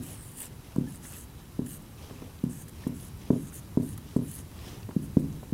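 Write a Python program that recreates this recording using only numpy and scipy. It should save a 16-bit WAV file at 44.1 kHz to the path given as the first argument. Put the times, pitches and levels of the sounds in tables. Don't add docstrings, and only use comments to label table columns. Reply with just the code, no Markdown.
import sys
import numpy as np
from scipy import signal
from scipy.io import wavfile
from scipy.ndimage import uniform_filter1d

SR = 44100
rng = np.random.default_rng(int(sys.argv[2]) if len(sys.argv) > 2 else 0)


def wrap_up_sound(samples):
    columns = np.atleast_2d(samples).T
    tamed = np.clip(columns, -1, 1)
    steps = np.round(tamed * 32767).astype(np.int16)
    wavfile.write(sys.argv[1], SR, steps)


def gain_from_db(level_db):
    decades = np.asarray(level_db, float) / 20
    return 10 ** decades


N = 244089
LEAD = 4410
RISE_S = .00283

# [crest t/s, peak level/dB, panel f/Hz, knock level/dB, edge level/dB]
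LANDINGS_HIGH = [(-.047, -13.5, 208, -12, -33), (0.7634, -22, 195, -34, -6.5), (.7851, -11, 195, -40, -40),
                 (1.5942, -13.5, 223, -7, -26), (2.1119, -33.5, 205, -1.5, -14), (2.2228, -28, 232, -5, -8),
                 (2.4401, -13.5, 189, -45, -24), (2.8695, -14.5, 214, -9.5, -17.5),
                 (3.3064, -4.5, 239, -4.5, -20), (3.775, -6.5, 235, -6, -21.5),
                 (4.1656, -8.5, 215, -7, -20.5)]
# [crest t/s, peak level/dB, panel f/Hz, knock level/dB, edge level/dB]
LANDINGS_LOW = [
    (4.892, -25.5, 246, -5, -6),
    (4.9662, -12, 182, -44, -43),
    (5.1713, -4.5, 200, -11, -24),
    (5.4325, -36, 224, -1, -2),
    (5.5267, -16.5, 177, -48, -42),
]
# [delay t/ms, reflection factor (negative = inverted)]
ECHOES_HIGH = [(9.5, -.18), (17.2, -.14), (25.8, -.36), (28.6, .14), (33.2, -.16), (35.6, .19), (48.9, .17),
               (56.6, .24), (64.9, .12), (72.8, .1)]
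# [delay t/ms, reflection factor (negative = inverted)]
ECHOES_LOWER = [(11.2, .15), (16.3, -.1), (25.5, .16), (31.3, .1), (35.9, -.17), (48, -.1), (56.7, -.14),
                (65.8, .11), (73.4, .1), (81.9, -.08)]
# [f/Hz, level/dB, t60/s]
PANEL_MODES = [(495, -7, 0.059), (635, -1.5, 0.02), (977, 1.5, 0.016), (1820, -16.5, 0.016)]
# [f/Hz, t60/s]
ROOM_T60 = [(60, 1), (120, 0.56), (250, 0.53), (500, 0.38), (1000, 0.067), (4000, 0.43)]
# [f/Hz, level/dB, t60/s]
STANDING_WAVES = [(34.6, 3, .5), (73.8, -7, 1), (105.4, 17.5, 0.21), (148.3, 3.5, 0.49), (183, -20, 0.37),
                  (235.2, 8.5, 0.24), (294, -4.5, 0.41)]
# [start t/s, length t/s, peak hiss level/dB, place of peak/0-1, squeak against hiss level/dB]
STROKE_EVENTS = [(0, .17, -46.5, 0.72, -15), (0.136, 0.31, -50.5, 0.39, -25), (0.351, .14, -45.5, 0.5, -27),
                 (0.845, 0.15, -55, 0.7, -10), (1.006, 0.12, -48.5, 0.34, -6),
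                 (1.088, 0.17, -48.5, 0.5, -8), (1.638, 0.15, -46, 0.98, -13),
                 (2.477, .175, -50.5, 0.73, -6), (2.922, 0.18, -53.5, 0.8, -7.5), (3.295, 0.22, -54, 1, -4),
                 (3.512, 0.102, -48, 0.4, -4.5), (3.8, 0.16, -50.5, 0.92, -11),
                 (4.204, 0.104, -58, 0.3, -20), (4.262, .17, -47, 0.43, -8), (5.005, 0.074, -52.5, .85, -8),
                 (5.17, 0.056, -57, .55, -10)]
# [f/Hz, level/dB per Hz]
NIB_COLOUR = [(2650, -23), (4500, -10), (5600, -32), (6900, -3), (7860, 1.5), (10500, 5.5), (12500, -4.5),
              (16000, -13)]
# [f/Hz, width/Hz, level/dB]
FIBRE_MODES = [(7720, 79, 2), (8950, 230, 10), (9850, 100, 0), (10800, 220, -8), (12320, 150, 4),
               (13600, 410, -15)]
# [f/Hz, width/Hz, level/dB]
BARREL_MODES = [(1780, 410, -17), (2910, 940, -17)]
# [f/Hz, level/dB per Hz]
AIR_COLOUR = [(12, -46), (20, -14), (65, 2), (99, 3), (271, -8.5), (646, -22), (904, -19.5), (2150, -28.5),
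              (3000, -32), (4990, -35), (6900, -32.5), (10900, -28.5), (14900, -32.5), (16200, -39)]
# [f/Hz, level/dB per Hz]
BUILDING_COLOUR = [(30, -34), (60, 4), (100, 4.5), (200, -5), (400, -12), (700, -35)]
WHINE_F_HZ = (3910, 4712)
WHINE_LEVEL_DB = (-72.5, -76.5)
# [fastest moment t/s, build-up t/s, settling t/s, rustle above rest level/dB]
ARM_MOVES = [(.09, 0.11, 0.19, 6), (.44, 0.078, 0.051, 7.5), (.65, 0.05, 0.23, 3), (.88, 0.043, 0.11, 2),
             (1.05, 0.047, 0.059, 4.5), (1.14, .05, 0.055, 8), (1.4, .04, 0.06, 3.5), (1.7, .05, 0.071, -2),
             (2.03, 0.086, 0.38, 6), (2.83, 0.1, 0.11, 5.5), (3.05, 0.13, .1, 3.5),
             (3.22, 0.037, 0.17, 5.5), (3.57, 0.06, 0.035, 0.5), (3.95, 0.16, .05, 0.5),
             (4.1, 0.088, .13, 4), (4.39, 0.082, 0.036, 4), (4.69, .22, 0.15, 10)]
# [f/Hz, level/dB per Hz]
CLOTH_COLOUR = [(710, -28), (1200, -3.5), (2060, -2), (3100, 0.5), (4300, -5), (5600, -2), (7200, -9),
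                (15600, -15), (17000, -120)]
# [f/Hz, level/dB per Hz]
SOFT_CLOTH_COLOUR = [(90, -21), (250, 2), (600, -3.5), (1200, -8), (1700, -35), (3000, -58)]
# [t/s, peak level/dB, f/Hz, t60/s]
BRIGHT_SNAPS = [(0.762, -36, 10000, 0.0029), (.785, -47, 9500, .05), (.9457, -38, 9300, .012),
                (1.1224, -37, 10800, 0.0083), (1.6614, -38, 9100, 0.017), (1.8218, -46, 9400, 0.013),
                (2.438, -41, 9400, 0.02), (2.6808, -38.5, 10100, 0.043), (2.6934, -40, 10200, 0.01),
                (2.8724, -39, 9600, 0.04), (3.1737, -47, 13400, 0.012), (3.7713, -47, 7960, 0.015),
                (3.935, -45, 8520, 0.012), (3.9765, -36, 11500, 0.02), (4.1637, -40.5, 9190, 0.044),
                (5.195, -42, 11500, 0.012), (5.3258, -44, 6150, 0.011)]
# [t/s, peak level/dB, f/Hz, t60/s]
DULL_SNAPS = [(0.7617, -51, 1320, 0.019), (0.946, -46.5, 1630, 0.014), (1.0485, -45, 1560, 0.09),
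              (2.039, -52, 1730, 0.015), (2.109, -43.5, 1270, 0.0094), (2.2184, -52, 1300, 0.015),
              (2.2284, -49, 1220, 0.014), (2.389, -47.5, 3300, 0.016), (2.6803, -49, 1550, 0.018),
              (3.163, -46.5, 1170, 0.016), (3.5235, -44.5, 1560, 0.015), (3.978, -44, 1210, 0.015),
              (4.389, -45, 2910, 0.017), (4.59, -42.5, 2930, 0.015), (4.682, -41.5, 3400, 0.025),
              (4.7526, -46, 3010, 0.015), (4.83, -43, 2900, 0.011), (4.9088, -40, 890, 0.017),
              (5.429, -38, 500, 0.025),
    (2.1, -42, 680, 0.016),
]
# [t/s, peak level/dB, f/Hz, t60/s]
BANGLE_PINGS = [
    (.872, -46, 1730, .08),
    (2.8376, -40.5, 1800, .035),
    (2.838, -48, 5800, .012),
    (.864, -45, 850, .04),
    (2.2184, -45, 750, .04),
]
# [f/Hz, level/dB]
SIDE_LEVEL = [(100, -75), (170, -64), (380, -41), (950, -30.5), (2380, -25.5), (5980, -23.5),
              (15000, -28.5)]


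def evened(x):
    return x / np.sqrt(np.mean(x ** 2) + 1e-20)


def read(points, hz):
    f, value = np.transpose(points)
    return np.interp(np.log(hz + 1), np.log(f + 1), value)


def add(mix, s, sound):
    part = mix[round(s * SR):][:len(sound)]
    part += sound[:len(part)]


def resonate(x, hz, width_hz):
    turn = np.exp(2j * np.pi * np.cumsum(hz * np.ones(len(x))) / SR)
    r = np.exp(-np.pi * width_hz / SR)
    return 2 * (turn * signal.lfilter([1 - r], [1, -r], x * turn.conj() + 1e-18)).real


def resonate_twice(x, hz, width_hz):
    return resonate(resonate(x, hz, width_hz), hz, width_hz)


def noise(points, patchy_db, size=512, wide=5, long=12):
    frames = 4 * N // size + 5
    hz = np.fft.rfftfreq(size, 1 / SR)
    a, b, patches = rng.standard_normal((frames, len(hz), 3)).T
    patches = uniform_filter1d(patches, wide, 0)
    patches = evened(uniform_filter1d(patches, long, 1))
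    z = (a + 1j * b) * gain_from_db(read(points, hz)[:, None] + patchy_db * patches)
    return evened(signal.istft(z, nperseg=size, noverlap=3 * size // 4)[1][:N])


def grip(depth_db, ms, slips_per_s, slip_db):
    wobble = uniform_filter1d(rng.standard_normal(N), int(ms * SR / 1000))
    uneven = gain_from_db(depth_db * evened(wobble))
    slips = gain_from_db(slip_db + 5 * np.minimum(rng.exponential(1, N), 3))
    slips = slips * (rng.random(N) < slips_per_s / SR)
    build_up = np.exp(-np.arange(300)[::-1] / SR / .00066)
    return evened(uneven + signal.oaconvolve(slips, build_up)[:N])


def drift(ms, depth_db):
    slow = evened(uniform_filter1d(rng.standard_normal(400), max(int(ms / 14), 1)))
    return gain_from_db(depth_db * np.interp(np.arange(N), np.linspace(0, N, 400), slow))


def thump(db, hz, knock_db, edge_db):
    t = np.arange(LEAD) / SR
    damping = (hz - 144.5) / 11.9 + .029 * knock_db
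    from_crest_s = t - RISE_S
    cycles = hz * from_crest_s + .065 * (1 - np.exp(-from_crest_s / .00143))
    swell = (t / .00353 * np.exp(1 - t / .00353)) ** damping
    push = swell * np.cos(2 * np.pi * cycles)

    spread_s = 1e-5 + 1e-5 * max(-15 - knock_db, 0)
    cushion = np.exp(-.5 * (np.arange(-99, 100) / SR / spread_s) ** 2)
    push = np.convolve(push, cushion / cushion.sum(), "same")

    ring = gain_from_db(-60 * t / .046) * np.sin(2 * np.pi * 395 * t)
    felt = gain_from_db(-1.5 - 60 * t / .0092) * np.sin(2 * np.pi * 555 * t)
    knock = gain_from_db(knock_db) * (ring - felt) * (1 - np.exp(-t / .0006))

    late_s = t - .0008
    edge = sum(gain_from_db(edge_db + d - 60 * t / t60) * np.sin(2 * np.pi * f * late_s) for f, d, t60 in PANEL_MODES)
    edge = edge * (1 - np.exp(-(np.maximum(late_s, 0) / .00075) ** 2))
    return gain_from_db(db) * (push - knock - edge)


def room(x):
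    reflections, t = np.zeros(SR), np.arange(SR) / SR
    at = np.arange(400, SR - 20, 20)
    reflections[at + rng.integers(0, 20, len(at))] = rng.choice([-1., 1.], len(at))
    hz, frame_s, z = signal.stft(reflections, SR, nperseg=1024)
    z = z * gain_from_db(-60 * frame_s / read(ROOM_T60, hz)[:, None])
    tail = signal.istft(z, SR, nperseg=1024)[1][:SR]
    tail *= 1 - np.exp(-(t / .076) ** 2)
    boom = sum(gain_from_db(db - 60 * t / t60) * np.cos(2 * np.pi * f * t) for f, db, t60 in STANDING_WAVES)
    boom = boom * (1 - np.exp(-(t / .17) ** 2))
    response = gain_from_db(-16.5) * tail / np.linalg.norm(tail) + gain_from_db(-53.5) * boom
    return signal.fftconvolve(x, response)[:len(x)]


def landings():
    direct, walls = np.zeros((2, N + LEAD))
    for table, echoes in ((LANDINGS_HIGH, ECHOES_HIGH), (LANDINGS_LOW, ECHOES_LOWER)):
        for s, *row in table:
            sound = thump(*row)
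            at_s = s - RISE_S + LEAD / SR
            add(direct, at_s, sound)
            for ms, factor in echoes:
                add(walls, at_s + ms / 1000, factor * sound)
    dull = signal.lfilter([.08], [1, -.92], walls)
    return (direct + dull + room(direct))[LEAD:]


def stroke(length_s, db, peak):
    t = np.arange(round(length_s * SR)) / SR
    late = 2 * (t - np.clip(peak, 0, 1) * length_s)
    touch_lift = np.clip(np.minimum(t / .035, (length_s - t) / .028), 0, 1)
    edges = np.sin(np.pi / 2 * touch_lift) ** 2
    slow_db = np.where(late < 0, 20 * late, -22 * late)
    return edges * gain_from_db(db + slow_db), t / length_s


def strokes():
    speed, squeal, top_db, bend = np.zeros((4, N))
    for s, length_s, db, peak, squeak_db in STROKE_EVENTS:
        gain, done = stroke(length_s, db, peak)
        add(speed, s, gain)
        add(squeal, s, gain * gain_from_db(squeak_db - 6 + 5.5 * done))
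        add(top_db, s, 6 * np.sin(np.pi * done) - 2 * done)
        add(bend, s, .044 * (.5 - done))

    grit = rng.standard_normal(N) * grip(.92, .53, 90, 2.7)
    squeak = evened(resonate_twice(grit, 6570, 900))
    modes = sum(gain_from_db(db) * drift(45, 4.4) * evened(resonate(grit, f * (1 + bend), width))
                for f, width, db in FIBRE_MODES)
    hiss = noise(NIB_COLOUR, 4, size=256, wide=4, long=36) * grip(.32, 1, 82, 1.1)
    rub = evened(hiss + gain_from_db(-8.5) * evened(modes))
    rub = rub + (gain_from_db(top_db) - 1) * resonate_twice(rub, 14600, 4800)
    rub = rub + sum(gain_from_db(db) * drift(60, .95) * evened(resonate_twice(grit, f, width))
                    for f, width, db in BARREL_MODES)
    return speed * rub + squeal * squeak


def arm():
    t = np.arange(N) / SR
    moves = [db * np.interp(t, [s - rise, s, s + fall], [0, 1, 0]) for s, rise, fall, db in ARM_MOVES]
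    return np.max(moves, axis=0)


def air():
    t = np.arange(N) / SR
    whine = sum(gain_from_db(db) * drift(90, 2) * np.sin(2 * np.pi * hz * t)
                for hz, db in zip(WHINE_F_HZ, WHINE_LEVEL_DB))
    swell_db = -56.5 + 2.03 * t + .29 * arm()
    rumble = gain_from_db(swell_db) * noise(BUILDING_COLOUR, 3.03, size=2048, wide=7, long=5)
    hiss = gain_from_db(-47.5) * noise(AIR_COLOUR, 1.4, size=2048, wide=9, long=3)
    return hiss + rumble + whine


def sleeve():
    low = noise(SOFT_CLOTH_COLOUR, 1.5)
    rustle = noise(CLOTH_COLOUR, 1.56) * grip(1.4, 3.5, 25, -4)
    motion = gain_from_db(arm()) - .43
    return gain_from_db(-59) * motion * (rustle + gain_from_db(.74) * low)


def snaps():
    out, t = np.zeros(N), np.arange(2048) / SR
    onset = 1 - np.exp(-(t / .0024) ** 2)
    for s, db, hz, t60 in BRIGHT_SNAPS + DULL_SNAPS:
        puff = resonate_twice(rng.standard_normal(len(t)), hz, .64 * hz)
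        snap = puff * gain_from_db(-60 * t / t60) * onset
        add(out, s - .001, gain_from_db(db) * snap / abs(snap).max())
    return out


def pings():
    out, t = np.zeros(N), np.arange(4096) / SR
    onset = 1 - np.exp(-t / .0016)
    for s, db, hz, t60 in BANGLE_PINGS:
        add(out, s, gain_from_db(db - 60 * t / t60) * np.sin(2 * np.pi * hz * t) * onset)
    return out


def scene():
    centre = landings() + strokes() + air() + sleeve() + snaps() + pings()
    hz, _, z = signal.stft(centre, SR, nperseg=512)
    scramble = np.exp(2j * np.pi * rng.random(z.shape))
    z = z * gain_from_db(read(SIDE_LEVEL, hz)[:, None] + 6.5) * scramble
    side = signal.istft(z, SR, nperseg=512)[1][:N]
    return np.array([centre + side, centre - side])


def low_pass(x):
    return signal.sosfilt(signal.butter(12, 16530, fs=SR, output="sos"), x)


def record(dry):
    lowpass = signal.firwin(511, 15900, window=("kaiser", 9), fs=SR)
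    mix = signal.oaconvolve(dry, lowpass[None], "same")
    return low_pass(mix)


dry = scene()
out = record(dry)
wrap_up_sound(out)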